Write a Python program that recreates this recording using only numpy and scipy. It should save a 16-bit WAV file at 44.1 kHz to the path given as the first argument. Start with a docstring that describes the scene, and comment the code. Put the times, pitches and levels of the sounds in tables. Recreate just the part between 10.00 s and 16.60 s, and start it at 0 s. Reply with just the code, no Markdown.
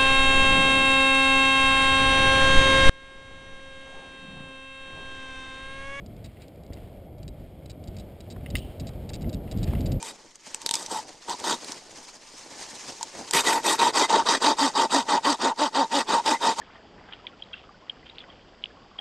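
"""A hand saw cuts a dry log, six strokes a second, close by and outdoors. Its teeth tear fibres in a
rasp, drum a tone whose pitch follows the blade's speed, and drive a resonance near 900 Hz by friction.
Before the cut the saw scrapes lightly on the log. Bark and twigs snap by brittle fracture, the log
thuds on the soil and the binding blade squeaks. Fallen leaves crackle under a kneeling body,
over the faint hush of the forest. The sound is nearly mono."""
import sys
import numpy as np
from scipy import signal
from scipy.fft import rfft, irfft, next_fast_len
from scipy.io import wavfile
from scipy.ndimage import map_coordinates

SR = 44100
rng = np.random.default_rng(int(sys.argv[2]) if len(sys.argv) > 2 else 0)


def bounce(signal):
    """Save signal as a 16-bit WAV file at the path given by the first command-line argument."""
    frames = np.transpose(np.atleast_2d(signal))
    limited = np.clip(frames, -1, 1)
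    pcm = np.round(limited * 32767).astype(np.int16)
    wavfile.write(sys.argv[1], SR, pcm)


N = 291060
TIME = np.arange(N) / SR
RING_HZ = 912  # the strongest resonance of blade and log

# Strokes, pull and push in turn: (start [s], rasp level [dB], moment of most force [0-1],
# ring level [dB], tooth tone over the rasp [dB])
STROKES = [(3.323, -22.5, 0.23, -29.5, -20), (3.434, -25.5, 0.08, -26.5, -36),
           (3.62, -24.5, 0.53, -29.5, -21), (3.77, -24.5, 0.31, -22.5, -19),
           (3.922, -23.5, 0.49, -27.5, -13), (4.074, -25, 0.28, -22.5, -23), (4.24, -23.5, 0.44, -30, -12),
           (4.393, -24, 0.32, -24, -3.5), (4.554, -26, 0.4, -27.5, .5), (4.723, -25.5, 0.47, -25, -13),
           (4.881, -25, 0.37, -28.5, -1.5), (5.051, -27.5, 0.4, -25, -6.5), (5.212, -25.5, 0.41, -28.5, 0),
           (5.375, -28, 0.3, -27, -3), (5.548, -28.5, 0.54, -31.5, 0.5), (5.707, -29, 0.41, -26, 1),
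           (5.878, -28, 0.62, -31, -.5), (6.046, -27.5, 0.45, -25, -6.5), (6.228, -27.5, 0.35, -26, -2.5),
           (6.383, -27.5, 0.55, -25.5, -9), (6.55, -26.5, 0.56, -25, -10)]
# The cut deepens from hollow, splintery bark into firm wood: (time [s], spectral tilt [dB/kHz],
# bark lift [dB], splinter lift [dB], peakedness of the force [1], step between harmonics [dB])
KERF = [(3.38, 1.14, 9.5, 21.5, 0.96, -6), (3.65, .85, 3.5, 18, 1, -5), (4.2, 0.75, 0.5, -1.5, 0.89, -12),
        (4.5, .4, -4, 5.5, 1.24, -15), (5.2, 0.05, -4.5, 5, 1.53, -6.5), (5.7, -.5, -5, 6, 1.7, 0.5),
        (6.45, 0.64, 1, 7.5, 1.34, -4)]
def saw(teeth_per_stroke=33.3, last_turn_s=6.715, overlap_s=0.00197):
    """Reciprocating motion: equally many teeth pass in each stroke, so a shorter one sounds higher."""
    track = np.zeros(N)
    turns = [row[0] for row in STROKES[1:]] + [last_turn_s]
    times, *columns = np.transpose(KERF)
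    for k, ((start, rasp_db, lean, ring_db, tone_db), turn) in enumerate(zip(STROKES, turns)):
        end = turn + overlap_s
        wood = [np.interp((start + end) / 2, times, column) for column in columns]
        tilt_db, bark_db, splinter_db, peakedness, overtone_db = wood
        # a push is duller and rings later than a pull
        extra_tilt_db, ring_lean = (-0.064, 0.59) if k % 2 else (0.34, 0.54)
        size = round((end - start) * SR)
        tooth_hz = teeth_per_stroke * SR / speed(size).sum()
        sound = stroke(size, rasp_db, ring_db, tilt_db + extra_tilt_db, bark_db, splinter_db,
                       lean, peakedness, ring_lean, tooth_hz, tone_db, overtone_db)
        add(track, start, sound)
    return track


# Spectrum of tearing wood: (frequency [Hz], relative level [dB])
RASP = [(30, -33), (110, -30), (170, -6.5), (260, 6), (400, 8), (700, 2.5), (1150, 5.5), (1650, -8),
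        (2300, -14.5), (5500, -11), (8400, -15), (9800, -35.5), (12300, -42.5), (14500, -61)]
def stroke(size, rasp_db, ring_db, tilt_db, bark_db, splinter_db,
           lean, peakedness, ring_lean, tooth_hz, tone_db, overtone_db):
    """Forced vibration: each tooth tears fibres and nudges the log, giving noise, a ring and a tone."""
    rate_hz = tooth_hz * speed(size) * (1 + 0.0025 * wobble(226, size))
    phase = 2 * np.pi * np.cumsum(rate_hz) / SR
    bite = amp(1.66 * np.cos(phase) + 1.27 * wobble(152, size))  # the teeth catch and skip
    hold = grip(size, peakedness)
    force = hold * np.tanh(1.03 * arch(size, lean) ** (1.425 * peakedness))
    tearing = force * bite * fractures(20000, 1.5, size)
    evenness = min(1, amp(tone_db))  # an even stroke trades low rumble for tone
    wood_db = lambda hz: (along(RASP, hz) + body_db(hz) + tilt_db * np.minimum(hz / 1000, 11)
                          + bark_db * bump(hz, 2300, 1100) + splinter_db * bump(hz, 11850, 5400)
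                          - 8 * evenness * bump(hz, 300, 740))
    tail = (0, SR // 50)
    rasp = colour(np.pad(patchy(tearing, depth_db=2.5), tail), wood_db)
    flutter = amp(1.5 * wobble(140, size))
    friction = hold * np.tanh(1.47 * arch(size, ring_lean) ** 2.14)
    ring = unit(friction * chatter(size) * flutter)
    # at full speed the teeth drum evenly enough to make a tone
    drumming = sum(amp(k * overtone_db) * np.sin((k + 1) * phase + rng.uniform(0, 2 * np.pi))
                   for k in range(3))
    tone = np.sqrt(2) * drumming * arch(size, 0.53) ** 5.26 * amp(wobble(83, size))
    pitched = amp(ring_db) * ring + amp(rasp_db + tone_db) * tone
    return amp(rasp_db) * rasp / rasp[:size].std() + np.pad(pitched, tail)


def speed(size):
    """Oscillation: the blade's speed is zero at each turn and 1 near mid-stroke."""
    return arch(size, 0.51) ** 0.787


def grip(size, peakedness, skate_db=-6, bite_share=0.015):
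    """Slip, then engagement: the gain is low while the teeth skate and rises to 1 as they bite."""
    past_bite = np.linspace(0, 1, size) - 0.135 * peakedness
    return amp(skate_db * (1 - np.tanh(past_bite / bite_share)) / 2)


def chatter(size, width_hz=38.4, skirt_hz=330):
    """Friction-driven resonance: its swing saturates, so it sounds steadier than narrow-band noise."""
    shift = 1 + 0.013 * rng.uniform(-1.1, 1)  # the grip on the log detunes each stroke
    resonance_db = lambda hz: 10 * np.log10(bump(hz / shift, RING_HZ, width_hz)
                                            * bump(hz / shift, RING_HZ, 2 * skirt_hz))
    run_in = 2048
    driven = unit(colour(rng.standard_normal(size + run_in), resonance_db))
    swing = signal.hilbert(driven)[run_in:]
    return swing.real / (np.abs(swing) + 0.24) ** 0.11


# Modes of blade and log: (frequency [Hz], bandwidth [Hz], lift [dB])
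MODES = [(1510, 150, 4), (1916, 256, 12.5), (2513, 340, 8.5), (3140, 390, 8.5), (3734, 410, 11.5),
         (4700, 560, 8.5), (8450, 116, 1.5)]
def body_db(hz):
    """Modal response: each mode lifts the spectrum around its own frequency."""
    return sum(db * bump(hz, centre, width) for centre, width, db in MODES)


# Trial scrapes on the bark: (start [s], end [s], rasp level [dB], ring level [dB],
# spectral tilt [dB/kHz], bark lift [dB])
SCRAPES = [(0, 0.141, -42.5, -53.5, 3, 5), (0.722, 0.866, -40, -50, 2.5, 0),
           (0.864, 1.023, -37, -35, 2.4, 0.5), (1.262, 1.362, -37, -34.5, 1.5, -7),
           (1.404, 1.578, -29.5, -34, 1.56, -4)]
def scrapes(resting_s=(0.6, 0.8), hum_db=-52.5, fade_db_per_s=252):
    """Light sliding friction: before the cut the blade scrapes the bark and hums against the log."""
    away_s = np.abs(TIME - np.clip(TIME, *resting_s))
    track = unit(chatter(N)) * amp(hum_db - fade_db_per_s * away_s)
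    for start, end, rasp_db, ring_db, tilt_db, bark_db in SCRAPES:
        sound = stroke(round((end - start) * SR), rasp_db, ring_db, tilt_db, bark_db, splinter_db=4.5,
                       lean=0.52, peakedness=1.45, ring_lean=0.6,
                       tooth_hz=199, tone_db=-18, overtone_db=1)
        add(track, start, sound)
    return track


# Squeaks of the slowing blade: (middle [s], frequency [Hz], level [dB])
SQUEAKS = [(3.48, 1980, -23), (4.04, 2050, -26.5), (6.352, 2020, -32)]
def blade(steel_hz=2420, steel_db=-48.5, t60=0.46, squeak_s=0.076):
    """Free and friction-driven vibration: the handled steel rings faintly, then squeaks as it binds."""
    track = amp(steel_db - 60 * TIME / t60) * np.sin(2 * np.pi * steel_hz * TIME)
    size = round(squeak_s * SR)
    for middle, hz, db in SQUEAKS:
        phase = 2 * np.pi * np.cumsum(hz * (1 + 0.024 * wobble(310, size))) / SR
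        add(track, middle - squeak_s / 2, amp(db) * np.hanning(size) * np.sin(phase))
    return track


# Bark and twigs breaking, the thicker ones lower:
# (time [s], crack peak [dB], ring over the crack [dB], own resonance [Hz])
SNAPS = [(0.0272, -18, -8, 7960), (0.356, -32, -28, 7550), (0.5454, -13, -22, 8200),
         (0.617, -25.5, -30, 7600), (0.6623, -9.5, -20, 4200), (0.6911, -14, -16, 3500),
         (0.7107, -10, -14, 3300), (0.7391, -11, -25, 7600), (0.7424, -11.5, -14, 2870),
         (0.754, -10.5, -28, 5500), (0.862, -22, -28, 6000), (1.296, -19, -18, 3970),
         (1.3998, -27.5, -10, 6000), (1.6451, -26, -35, 4500), (1.72, -18.5, -35, 4700),
         (3.0101, -30, 7, 600), (3.0293, -13.5, -9.5, 6500), (3.3099, -12.5, -16, 6000),
         (3.3352, -11, -9, 3000), (3.4062, -12.5, -18, 6960), (4.1034, -17.5, 9.5, 2000)]
# Spectrum of a crack: (frequency [Hz], relative level [dB])
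CRACK = [(60, -16), (400, -12), (1100, -15), (1700, -14), (3000, -8), (4500, -4.5), (8300, -2.5),
         (10000, -14.5), (13000, -23), (15000, -37)]
def snaps(crack_t60=0.0064, crumble_t60=0.052, crumble_db=-21, ring_t60=0.037):
    """Brittle fracture: each break gives a sharp crack with its own colour, crumbs and a short ring."""
    track, t = np.zeros(N), np.arange(SR // 10) / SR
    ring = np.sin(2 * np.pi * RING_HZ * t) * amp(-60 * t / ring_t60) * (1 - np.exp(-t / 0.001))
    for start, db, ring_db, own_hz in SNAPS:
        burst = amp(-60 * t / crack_t60) * (1 - np.exp(-t / 0.0005)) * rng.standard_normal(len(t))
        burst += amp(crumble_db - 60 * t / crumble_t60) * fractures(2000, 1.6, len(t))
        piece_db = lambda hz: (along(CRACK, hz) + 5 * bump(hz, own_hz, 0.38 * own_hz)
                               + 0.3 * body_db(hz) + 2 * wobble(130, len(hz)))
        crack = colour(burst, piece_db)
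        add(track, start, amp(db) * (crack / np.abs(crack).max() + amp(ring_db) * ring))
    return track


# The log rocks as the teeth first bite: (time [s], level [dB])
THUDS = [(3.335, -39), (3.37, -45)]
def thuds(t60=0.25):
    """Damped impact: soft soil answers the log with a short, dull thud."""
    track, t = np.zeros(N), np.arange(SR // 4) / SR
    for start, db in THUDS:
        soil = shaped(rng.standard_normal(len(t)), [(25, -3), (90, -3), (170, 6), (400, -32)])
        add(track, start, amp(db - 60 * t / t60) * soil)
    return track


# Leaves and clothes stirring: (time [s], crackle level [dB], shuffle level [dB])
RUSTLE = [(0, -47, -47), (.16, -53, -56), (.26, -54, -58), (.39, -61, -86), (.47, -47.5, -55.5),
          (.66, -50.5, -54), (1.07, -48, -46.5), (1.21, -56.5, -65), (1.29, -48.5, -48), (1.7, -43.5, -49),
          (1.87, -50.5, -53.5), (2.25, -50.5, -60), (2.56, -45, -49), (3, -47, -54), (3.33, -44.5, -46.5),
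          (4.2, -47.5, -49), (5.55, -53.5, -54), (6.6, -46, -50.5)]
# A knee or boot crushes leaves: (middle [s], duration [s], extra crackle [dB], extra shuffle [dB])
CRUNCHES = [(1.982, 0.11, 8, 7), (2.63, 0.11, 8, -2), (2.757, 0.12, 4.5, 4.5), (2.888, 0.12, 8.5, 8),
            (3.187, 0.14, 5.5, 10.5)]
# Spectrum of dry leaves: (frequency [Hz], relative level [dB])
LEAVES = [(530, -24.5), (900, 2), (1270, -3.5), (1500, -7), (1740, -2.5), (2740, -4.5), (3070, -4),
          (3660, -5), (4830, -0.5), (6750, -1.5), (12300, -29), (13900, -51), (14300, -51)]
# Spectrum of cloth and soil: (frequency [Hz], relative level [dB])
SHUFFLE = [(35, -60), (60, -14.5), (183, -9.5), (257, -2), (725, -5.5), (887, -4.5), (1280, -27.5),
           (1500, -11.5), (1950, -52), (3300, -120)]
def rustle(flakes_db=-49, hard_stir_db=-39):
    """Shot noise: many tiny impulses add up to the crackle of leaves and a shuffle of cloth and soil."""
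    times, *levels = np.transpose(RUSTLE)
    crackle_db, shuffle_db = (np.interp(TIME, times, level) for level in levels)
    for middle, length, more_crackle_db, more_shuffle_db in CRUNCHES:
        weight = np.maximum(0, 1 - 2 * np.abs(TIME - middle) / length)
        crackle_db += more_crackle_db * weight
        shuffle_db += more_shuffle_db * weight
    stirring = amp(crackle_db + 2.7 * wobble(45, N))  # leaves give way in clumps
    grains = fractures(2200, 1.5, N) + 1.2 * rng.standard_normal(N)
    crackle = stirring * shaped(patchy(grains, depth_db=1.5), LEAVES)
    # harder stirring crushes fine flakes, high in the treble
    flake_spectrum = [(4000, -37), (8500, 0), (10000, -13), (13000, -28), (14500, -30)]
    fine = shaped(fractures(1900, 1.6, N), flake_spectrum)
    flakes = amp(flakes_db) * (stirring / amp(hard_stir_db)) ** 1.3 * fine
    shuffle = shaped(fractures(3000, 4, N), SHUFFLE) * amp(shuffle_db + 2.7 * wobble(40, N))
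    return crackle + flakes + shuffle


# Spectrum of the forest's hush: (frequency [Hz], relative level [dB])
AIR = [(20, 8.5), (60, -13), (150, -4), (500, -2), (2000, -21), (8000, -28), (11000, -68)]
def air(level_db=-63, side_db=-11):
    """Ambient noise: a faint, steady hush, partly coherent between left and right."""
    mid, side = shaped(rng.standard_normal((2, N)), AIR)
    return amp(level_db) * (mid + amp(side_db) * np.array([side, -side]))


# Side share of the saw's sound: (frequency [Hz], side gain [dB])
SAW_WIDTH = [(100, -21), (280, -29.5), (600, -25.5), (910, -35.5), (1300, -24.5), (2500, -19.5),
             (3800, -20.5), (8000, -16)]
# Side share of the leaves' sound: (frequency [Hz], side gain [dB])
LEAF_WIDTH = [(100, -11), (300, -14), (900, -14.5), (2500, -12), (8000, -11)]
def scatter(direct, width):
    """Diffuse reflection: weak echoes off ground and trunks reach the sides in random phase."""
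    hz, _, spectra = signal.stft(direct, SR, nperseg=512)
    echoes = spectra * amp(along(width, hz))[:, None] * np.exp(2j * np.pi * rng.random(spectra.shape))
    side = np.sqrt(2) * signal.istft(echoes, nperseg=512)[1][:N]
    return np.array([direct + side, direct - side])


def fractures(per_second, spread_db, size):
    """Poisson process: tiny breaks at random moments, of widely varying strength."""
    breaks = rng.random(size) < per_second / SR
    return unit(breaks * rng.standard_normal(size) * amp(spread_db * rng.standard_normal(size)))


def patchy(x, depth_db):
    """Spectral modulation: the colour keeps shifting, as when a point of contact slides."""
    spectra = signal.stft(x, nperseg=256)[2]
    patch = np.outer(np.hanning(7), np.hanning(13))
    field = signal.fftconvolve(rng.standard_normal(spectra.shape), patch, "same")
    return signal.istft(spectra * amp(depth_db * unit(field)), nperseg=256)[1][:len(x)]


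def colour(x, gain_db):
    """Minimum-phase filter: a causal response whose gain in dB is a function of frequency."""
    half = next_fast_len(x.shape[-1] // 2 + 4096)
    hz = np.fft.rfftfreq(2 * half, 1 / SR)
    cepstrum = irfft(np.log(amp(gain_db(hz)) + 1e-6))
    cepstrum[1:half] *= 2
    cepstrum[half + 1:] = 0
    return irfft(rfft(x, 2 * half) * np.exp(rfft(cepstrum)))[..., :x.shape[-1]]


def shaped(x, spectrum):
    """Source and filter: x coloured by (frequency [Hz], level [dB]) points, at rms 1."""
    return unit(colour(x, lambda hz: along(spectrum, hz)))


def bump(hz, centre_hz, width_hz):
    """Lorentzian resonance curve, 1 at its centre."""
    return 1 / (1 + (2 * (hz - centre_hz) / width_hz) ** 2)


def arch(size, lean):
    """Skewed half sine, from rest to rest, with its top at the share lean of the way."""
    way = np.interp(np.linspace(0, 1, size), [0, lean, 1], [0, 0.5, 1])
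    return np.abs(np.sin(np.pi * way)) + 1e-6


def wobble(rate, size):
    """Spline through random values, rate knots a second."""
    knots = rng.standard_normal(int(size * rate / SR) + 4)
    return map_coordinates(knots, [np.arange(size) * rate / SR])


def along(points, hz):
    """Interpolation of (frequency [Hz], level [dB]) points on a log frequency axis."""
    frequencies, levels = np.transpose(points)
    return np.interp(np.log(hz + 1), np.log(frequencies), levels)


def amp(db):
    """Decibels to gain."""
    return 10 ** (np.asarray(db) / 20)


def unit(x):
    """Normalisation to rms 1."""
    return x / np.sqrt(np.mean(x ** 2) + 1e-20)


def add(track, start_s, sound):
    """Superposition of a sound on the track."""
    i = max(0, round(start_s * SR))
    track[i:i + len(sound)] += sound[:max(0, N - i)]


def scene():
    """Superposition: the cut is a point source straight ahead, with the leaves spread around it."""
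    cut = scrapes() + saw() + snaps() + thuds() + blade()
    return scatter(cut, SAW_WIDTH) + scatter(rustle(), LEAF_WIDTH) + air()


def record(dry, ceiling=0.46, top_hz=14400):
    """Soft saturation rounds off the highest peaks; a band limit removes the top of the treble."""
    rounded = dry / (1 + np.abs(dry / ceiling) ** 8) ** (1 / 8)
    size = next_fast_len(N + SR // 2)
    passband = np.fft.rfftfreq(size, 1 / SR) < top_hz
    return irfft(rfft(rounded, size) * passband, size)[:, :N]


dry = scene()
out = record(dry)
bounce(out)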